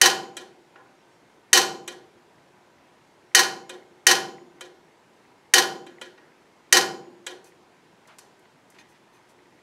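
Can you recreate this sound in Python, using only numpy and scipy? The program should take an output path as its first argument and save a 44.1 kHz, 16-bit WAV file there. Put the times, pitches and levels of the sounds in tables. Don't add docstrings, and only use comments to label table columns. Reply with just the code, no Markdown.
import sys
import numpy as np
from scipy import signal
from scipy.io import wavfile
from scipy.ndimage import uniform_filter1d

SR = 44100
rng = np.random.default_rng(int(sys.argv[2]) if len(sys.argv) > 2 else 0)


def store_pcm(level_fs):
    pcm = np.round(np.clip(level_fs, -1, 1) * 32767).astype(np.int16)
    wavfile.write(sys.argv[1], SR, np.atleast_2d(pcm).T)


def magnitude_from_level(level_db):
    exponent = np.asarray(level_db, float) / 20
    return 10 ** exponent


N = 424241

# start_s, peak_db
SNAPS = [
    (0.015, 4),
    (1.531, 4),
    (3.349, 3),
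    (4.068, 2.5),
    (5.538, 2),
    (6.726, 3),
]
# freq_hz, density_db (per Hz)
CRACK = [(350, -52), (600, -22.5), (1640, -5), (3120, -9.5), (3780, -4), (4460, -5), (5500, -9),
         (6200, 2.5), (7310, -15), (8050, -6), (10600, -11.5), (14300, -23), (16000, -29.5)]
RING_HZ = [1437, 1460, 1690, 1888, 2415, 3010, 3074, 4215, 6066, 775, 800, 748, 1040, 372, 345, 358, 496,
           522, 6842, 6853, 8100, 9900, 11700, 2115, 3960]
# level_db, t60_s
RING_SIZE = [(-24.5, 0.086), (-32.5, 0.25), (-29.5, 0.32), (-21, 0.26), (-31.5, 0.19), (-24, 0.19),
             (-28, 0.38), (-31, 0.086), (-26, .04), (-38, 0.6), (-36, 0.49), (-40, 0.15), (-42.5, 0.6),
             (-35, 0.41), (-45, 1.4), (-48, 1), (-34, .4), (-44, 0.4), (-51, 0.69), (-56.5, .6),
             (-29.5, .03), (-31.5, .03), (-33, 0.07), (-34, 0.18), (-32, .06)]
# freq_hz, width_hz, lift_db
PANELS = [(195, 30, 5), (362, 45, 10.5), (485, 40, 8.5), (779.4, 53, 14.5), (1031, 70, 10.5),
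          (1444, 88, 13.5), (1696, 200, 12), (1883, 48, 15), (2130, 50, 8), (2413, 100, 8.5),
          (3024, 400, 9), (4210, 630, 7.5), (5080, 130, 6), (5930, 730, 4), (8040, 240, 3),
          (11400, 600, 3.5)]
# freq_hz, level_db
ROOM_COLOUR = [(80, -50.5), (125, -18), (250, -11), (500, -9.5), (1000, -6.5), (2000, -9), (4000, -7.5),
               (6500, -6), (9000, -11.5), (13000, -19.5), (15000, -24), (16500, -35)]
# freq_hz, t60_s
ROOM_T60 = [(100, 0.99), (260, 0.99), (700, 0.61), (1840, 0.37), (4850, 0.37), (9000, .31), (13000, 0.32),
            (16000, .2)]
# freq_hz, rise_s
ROOM_RISE = [(100, .05), (400, 0.015), (800, 0.027), (1500, 0.027), (6000, 0.0021)]
# delay_s, level_db
WALL = [(.043, -4), (0.0458, -6.5), (.051, -10), (0.057, -12.5), (0.084, -17.5), (0.097, -24.5)]
# freq_hz, level_db
WALL_COLOUR = [(300, -20), (1000, -2.5), (3000, -6.5), (4100, 1.5), (5600, -4.5), (9000, -12.5),
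               (15000, -3)]
# start_s, peak_db, tilt_db (brightness per octave), thump_db
RELEASES = [
    (0.368, -25, 2.5, -4),
    (1.8772, -23.5, 2, -4.5),
    (3.694, -27.5, 0.3, -0.5),
    (4.6089, -28.5, 0, -4),
    (5.8653, -35, -3.5, -23.5),
    (6.0136, -26, -2, -12.5),
    (7.2654, -22.5, 1.3, -4.5),
]
# freq_hz, density_db (per Hz)
CLACK = [(150, -33.5), (250, 3.5), (988, -9), (1670, -3.5), (2670, -9), (3170, -1), (3800, -3.5),
         (5070, -9.5), (6040, -7), (7980, -10.5), (10500, -16), (14400, -32), (16000, -41.5)]
# freq_hz, level_db, t60_s
BUTTON = [(359, -32.5, .4), (525, -28.5, .25), (1000, -33.5, 0.21), (1440, -34, 0.14), (1680, -34, 0.2),
          (1920, -35, 0.2), (2310, -39, 0.23), (2448, -30, 0.11), (3110, -31, 0.15), (3980, -33, 0.1),
          (7800, -36, 0.051)]
# start_s, level_db, centre_hz
BUMPS = [
    (.585, -40, 350),
    (.755, -27.5, 1000),
    (.765, -26, 453),
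    (6.178, -36.5, 1520),
    (8.135, -39, 500),
]
# start_s, peak_db, centre_hz, length_s
TICKS = [(0.758, -47, 900, .01), (7.443, -54, 6960, 0.0057), (6.177, -55, 1400, 0.013),
         (8.074, -58, 6860, 0.012), (8.1846, -46, 6800, 0.012), (8.186, -48.5, 1000, 0.015),
         (8.392, -66, 10000, .008), (8.454, -56, 900, .006), (8.702, -55, 8500, 0.006),
         (8.746, -64, 5000, .008), (8.786, -50, 2200, 0.0055)]
# start_s, level_db, length_s, centre_hz, ring (shaft share, a ratio)
RUBS = [
    (7.445, -61, .07, 7500, 0.99),
    (8.074, -52, 0.1, 1190, .05),
    (8.741, -56.5, 0.057, 1400, .05),
    (8.783, -61, 0.047, 2500, 2.9),
    (8.88, -69, 0.077, 8500, 1.3),
    (8.944, -63, 0.049, 2200, 0.38),
    (9.127, -70.5, .075, 9000, 2.5),
    (9.285, -64.5, 0.05, 6500, 0.5),
]
# freq_hz, width_hz, level_db
SHAFT = [(1860, 83, 6), (2480, 60, 7), (2970, 40, -4), (3590, 40, -2), (4150, 68, 0), (5250, 40, -13),
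         (6260, 90, 5.5), (9650, 200, -2), (11600, 200, -12)]
# start_s, level_db, length_s
CRICKET = [
    (0.97, -74, 0.06),
    (1.107, -75, .07),
    (2.462, -79, 0.082),
    (2.58, -81, 0.035),
    (3.24, -76.5, .08),
    (4.718, -80, 0.092),
    (4.85, -81, .07),
]
# freq_hz, density_db (per Hz)
HISS = [(20, -6), (75, -21), (121, -3), (258, -4.5), (350, -1), (521, -6.5), (966, -5.5), (1140, -11),
        (1900, -13), (3500, -20), (7000, -26), (11000, -33.5), (14000, -40), (16500, -48.5)]
# freq_hz, level_db
WHINES = [(360.7, -69.5), (974.4, -75), (1545, -75.5), (1820, -82.5), (2148, -76.5)]
# start_s, peak_db
DRIVE = [
    (0.2574, -47.5),
    (3.8247, -52.5),
    (4.3824, -44.5),
    (5.9843, -44),
]
FIRM_BEATS = [35, 41, 49, 68, 78, 93, 94, 105, 112, 120, 126, 130, 132, 133, 140, 141, 142, 143]


def evened(x):
    return x / np.sqrt(np.mean(x ** 2) + 1e-20)


def at_peak(x, db):
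    return magnitude_from_level(db) * x / np.sqrt(np.max(uniform_filter1d(x ** 2, size=170)))


def add(mix, start_s, sound):
    part = mix[round(start_s * SR):][:len(sound)]
    part += sound[:len(part)]


def read(points, hz):
    f, value = np.transpose(points)
    return np.interp(np.log(hz + 1), np.log(f + 1), value)


def colour(x, points, size=4096):
    gain_db = np.maximum(read(points, abs(np.fft.fftfreq(size, 1 / SR))), -100)
    log_spectrum = np.conj(signal.hilbert(np.log(magnitude_from_level(gain_db))))
    return signal.fftconvolve(x, np.fft.ifft(np.exp(log_spectrum)).real)


def knock(points):
    return colour(np.ones(1), points)


def bell(centre_hz, spread_octaves):
    hz = np.geomspace(100, 20000, 40)
    hump_db = -6 * (np.log2(hz / centre_hz) / spread_octaves) ** 2
    return np.transpose([hz, hump_db - 5.0 * (hz / 12000) ** 4])


def rattle(noise, length_s):
    t = np.arange(len(noise)) / SR
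    return noise * np.exp(-(t / length_s) ** 2)


def rings(modes, rise_cycles):
    t = np.arange(2 * SR) / SR
    out = np.zeros(len(t))
    for hz, db, t60_s in modes:
        envelope = magnitude_from_level(db - 60 * t / t60_s) * (1 - np.exp(-t * hz / rise_cycles))
        out += envelope * np.sin(2 * np.pi * (hz * t + rng.random()))
    return out


def snaps():
    crack, blows = np.zeros((2, N))
    shared = rng.standard_normal(800)
    shared[0] = 4.5
    latch = colour(rattle(shared, 0.0012), bell(1500, 0.6))
    impulse = np.arange(800) == 0
    for start_s, db in SNAPS:
        own = rng.standard_normal(800)
        hammer = colour(rattle(shared + 0.33 * own, 0.0071), CRACK)
        add(crack, start_s, at_peak(hammer, db - 4.5))
        add(crack, start_s - 0.002, at_peak(latch, db - 41))
        add(blows, start_s, magnitude_from_level(db) * impulse + magnitude_from_level(db - 28) * rattle(own, 0.001))
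    return crack, blows


def firebox():
    return magnitude_from_level(5.5) * rings(np.column_stack([RING_HZ, RING_SIZE]), 2.5)


def tail():
    hz, t, z = signal.stft(rng.standard_normal(2 * SR), SR, nperseg=256, noverlap=192)
    build = 1 - np.exp(-(t / read(ROOM_RISE, hz)[:, None]) ** 2)
    decay = magnitude_from_level(-60 * t / read(ROOM_T60, hz)[:, None])
    shiver = magnitude_from_level(6.5 - 60 * t / 0.029)
    diffuse = signal.istft(z * build * (decay + shiver), SR, nperseg=256, noverlap=192)[1]
    fine_hz = np.geomspace(50, 20000, 700)
    lift_db = sum(db / (1 + (2 * (fine_hz - f) / width) ** 2) for f, width, db in PANELS)
    return colour(diffuse, np.transpose([fine_hz, lift_db]))


def wall():
    response = np.zeros(SR // 4)
    response[0] = 1
    slap = knock(WALL_COLOUR)
    for delay_s, db in WALL:
        add(response, delay_s, magnitude_from_level(db) * slap)
    return response


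def releases():
    clacks, knocks, stops = np.zeros((3, N))
    hz, clack_db = np.transpose(CLACK)
    t = np.arange(2000) / SR
    tick_s, seat_s, seat_hz = 0.0067, 0.0041, 4500
    tick_shape = np.minimum(t / 0.0012, 1) * np.exp(-t / tick_s)
    seat_shape = t / seat_s * np.exp(-t / seat_s)
    less_low, less_high = np.outer(hz < seat_hz, [0, -14]), np.outer(hz > seat_hz, [0, -12])
    for start_s, db, tilt, thump_db in RELEASES:
        tilt_db = tilt * np.log2(np.minimum(hz, 6000) / 3000)
        spectrum = np.transpose([hz, clack_db + tilt_db - 9.06 * (hz < 900)])
        grit = rng.standard_normal(2000)
        tick = colour(grit * tick_shape, spectrum + less_low)
        seat = colour(grit * seat_shape, spectrum + less_high)
        add(clacks, start_s - 0.0008, at_peak(magnitude_from_level(2.5) * tick + 2.9 * seat, db - 5.5))
        thump = magnitude_from_level(thump_db + 9.5) * knock(bell(500, 1.0))
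        add(knocks, start_s + 0.003, magnitude_from_level(db) * (knock(spectrum) + thump))
        stop = [(300, -3.0 * tilt + thump_db), (3000, -2.5), (12000, 3.2 * tilt)]
        add(stops, start_s + 0.003, magnitude_from_level(db) * knock(stop))
    return clacks, knocks, stops


def button_mount():
    return magnitude_from_level(18.0) * rings(BUTTON, 3.1)


def bumps():
    out = np.zeros(N)
    for start_s, db, centre_hz in BUMPS:
        add(out, start_s, magnitude_from_level(db) * knock(bell(centre_hz, 0.65)))
    return out


def knob_ticks():
    ticks, taps = np.zeros((2, N))
    for start_s, db, centre_hz, length_s in TICKS:
        hump = bell(centre_hz, 1.3 - 0.15 * np.log2(centre_hz / 1000))
        add(ticks, start_s, at_peak(colour(rattle(rng.standard_normal(2500), length_s), hump), db))
        add(taps, start_s, magnitude_from_level(db) * knock(hump))
    return ticks, taps


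def knob_rubs():
    out, t = np.zeros(N), np.arange(1500) / SR
    shaft = sum(magnitude_from_level(db) * np.exp(-np.pi * width * t) * np.sin(2 * np.pi * hz * t) for hz, width, db in SHAFT)
    for start_s, db, length_s, centre_hz, ring in RUBS:
        grit, slip = rng.standard_normal((2, round(length_s * SR)))
        stroke = np.sin(np.pi * np.linspace(0, 1, len(grit)) ** 0.54)
        grit = grit * magnitude_from_level(2.7 * abs(slip)) * stroke
        add(out, start_s, at_peak(colour(grit, bell(centre_hz, 1.2)), db))
        add(out, start_s, ring * at_peak(np.convolve(grit, shaft), db))
    return out


def cricket():
    out = np.zeros(N)
    for start_s, db, length_s in CRICKET:
        t = np.arange(round(length_s * SR)) / SR
        note = np.sin(2 * np.pi * 5561 * t) * signal.windows.tukey(len(t), 0.5)
        add(out, start_s, magnitude_from_level(db) * note)
    return out


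def camera_drive():
    out, t = np.zeros(N), np.arange(400) / SR
    phase = 2 * np.pi * 2000 * t + 1.1 * np.sin(2 * np.pi * 130 * t)
    blip = at_peak(np.sin(phase) * t * np.exp(-t / 0.0012), 0)
    beats = np.arange(0.047, N / SR, 1.001 / 15)
    firm = np.isin(np.arange(len(beats)), FIRM_BEATS)
    scatter_db = 3.5 * rng.standard_normal(len(beats)) * np.where(firm, 0.5, 1)
    level_db = np.where(firm, -54, -69) + scatter_db
    for start_s, db in [*zip(beats, level_db), *DRIVE]:
        add(out, start_s, magnitude_from_level(db - 3.5) * blip)
    return out


def appliance_tones():
    out, t = np.zeros(N), np.arange(N) / SR
    for hz, db in WHINES:
        drift = uniform_filter1d(rng.standard_normal(N), size=6000)
        waver = evened(uniform_filter1d(drift, size=3000))
        out += magnitude_from_level(db) * waver * np.sin(2 * np.pi * hz * t)
    return out


def room_tone():
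    frames, hz = N // 256 + 5, np.fft.rfftfreq(1024, 1 / SR)
    a, b, patches = rng.standard_normal((frames, 513, 3)).T
    patches = uniform_filter1d(patches, size=10, axis=0)
    patches_db = evened(uniform_filter1d(patches, size=14, axis=1))
    z = (a + 1j * b) * magnitude_from_level(read(HISS, hz)[:, None] + patches_db)
    return magnitude_from_level(-57.5) * evened(signal.istft(z, nperseg=1024, noverlap=768)[1][:N])


def scene():
    crack, blows = snaps()
    clacks, knocks, stops = releases()
    ticks, taps = knob_ticks()
    diffuse = tail()
    direct = signal.fftconvolve(crack + 0.28 * clacks, wall())[:N]
    direct += 0.44 * clacks + ticks + knob_rubs()
    room = magnitude_from_level(-7.5) * colour(diffuse, ROOM_COLOUR)[:2 * SR]
    ringing = signal.fftconvolve(blows + bumps(), firebox() + room)[:N]
    ringing += signal.fftconvolve(stops, button_mount())[:N]
    wet = signal.fftconvolve(magnitude_from_level(-13) * knocks + magnitude_from_level(-4.5) * taps, diffuse)[:N]
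    background = cricket() + camera_drive() + appliance_tones() + room_tone()
    return (direct + ringing + wet + background)[None]


def band_limit(x):
    return signal.sosfilt(signal.butter(12, 16850, fs=SR, output="sos"), x)


def record(dry):
    level_db = 10 * np.log10(signal.lfilter([0.03], [1, -0.97], dry[0] ** 2) + 1e-12)
    fall_db = np.arange(N) * 250 / SR
    held_level_db = np.maximum.accumulate(level_db + fall_db) - fall_db
    over_db = np.maximum(held_level_db + 5.5, 0)
    held = dry / magnitude_from_level(0.6 * over_db)
    rounded = 0.84 * np.tanh(held / 0.84)
    coupled = signal.lfilter(*signal.butter(1, 90, "high", fs=SR), rounded)
    top_edge = signal.firwin(511, 15850, window=("kaiser", 9), fs=SR)[None]
    mix = signal.oaconvolve(coupled, top_edge, "same")
    return band_limit(mix)


dry = scene()
out = record(dry)
store_pcm(out)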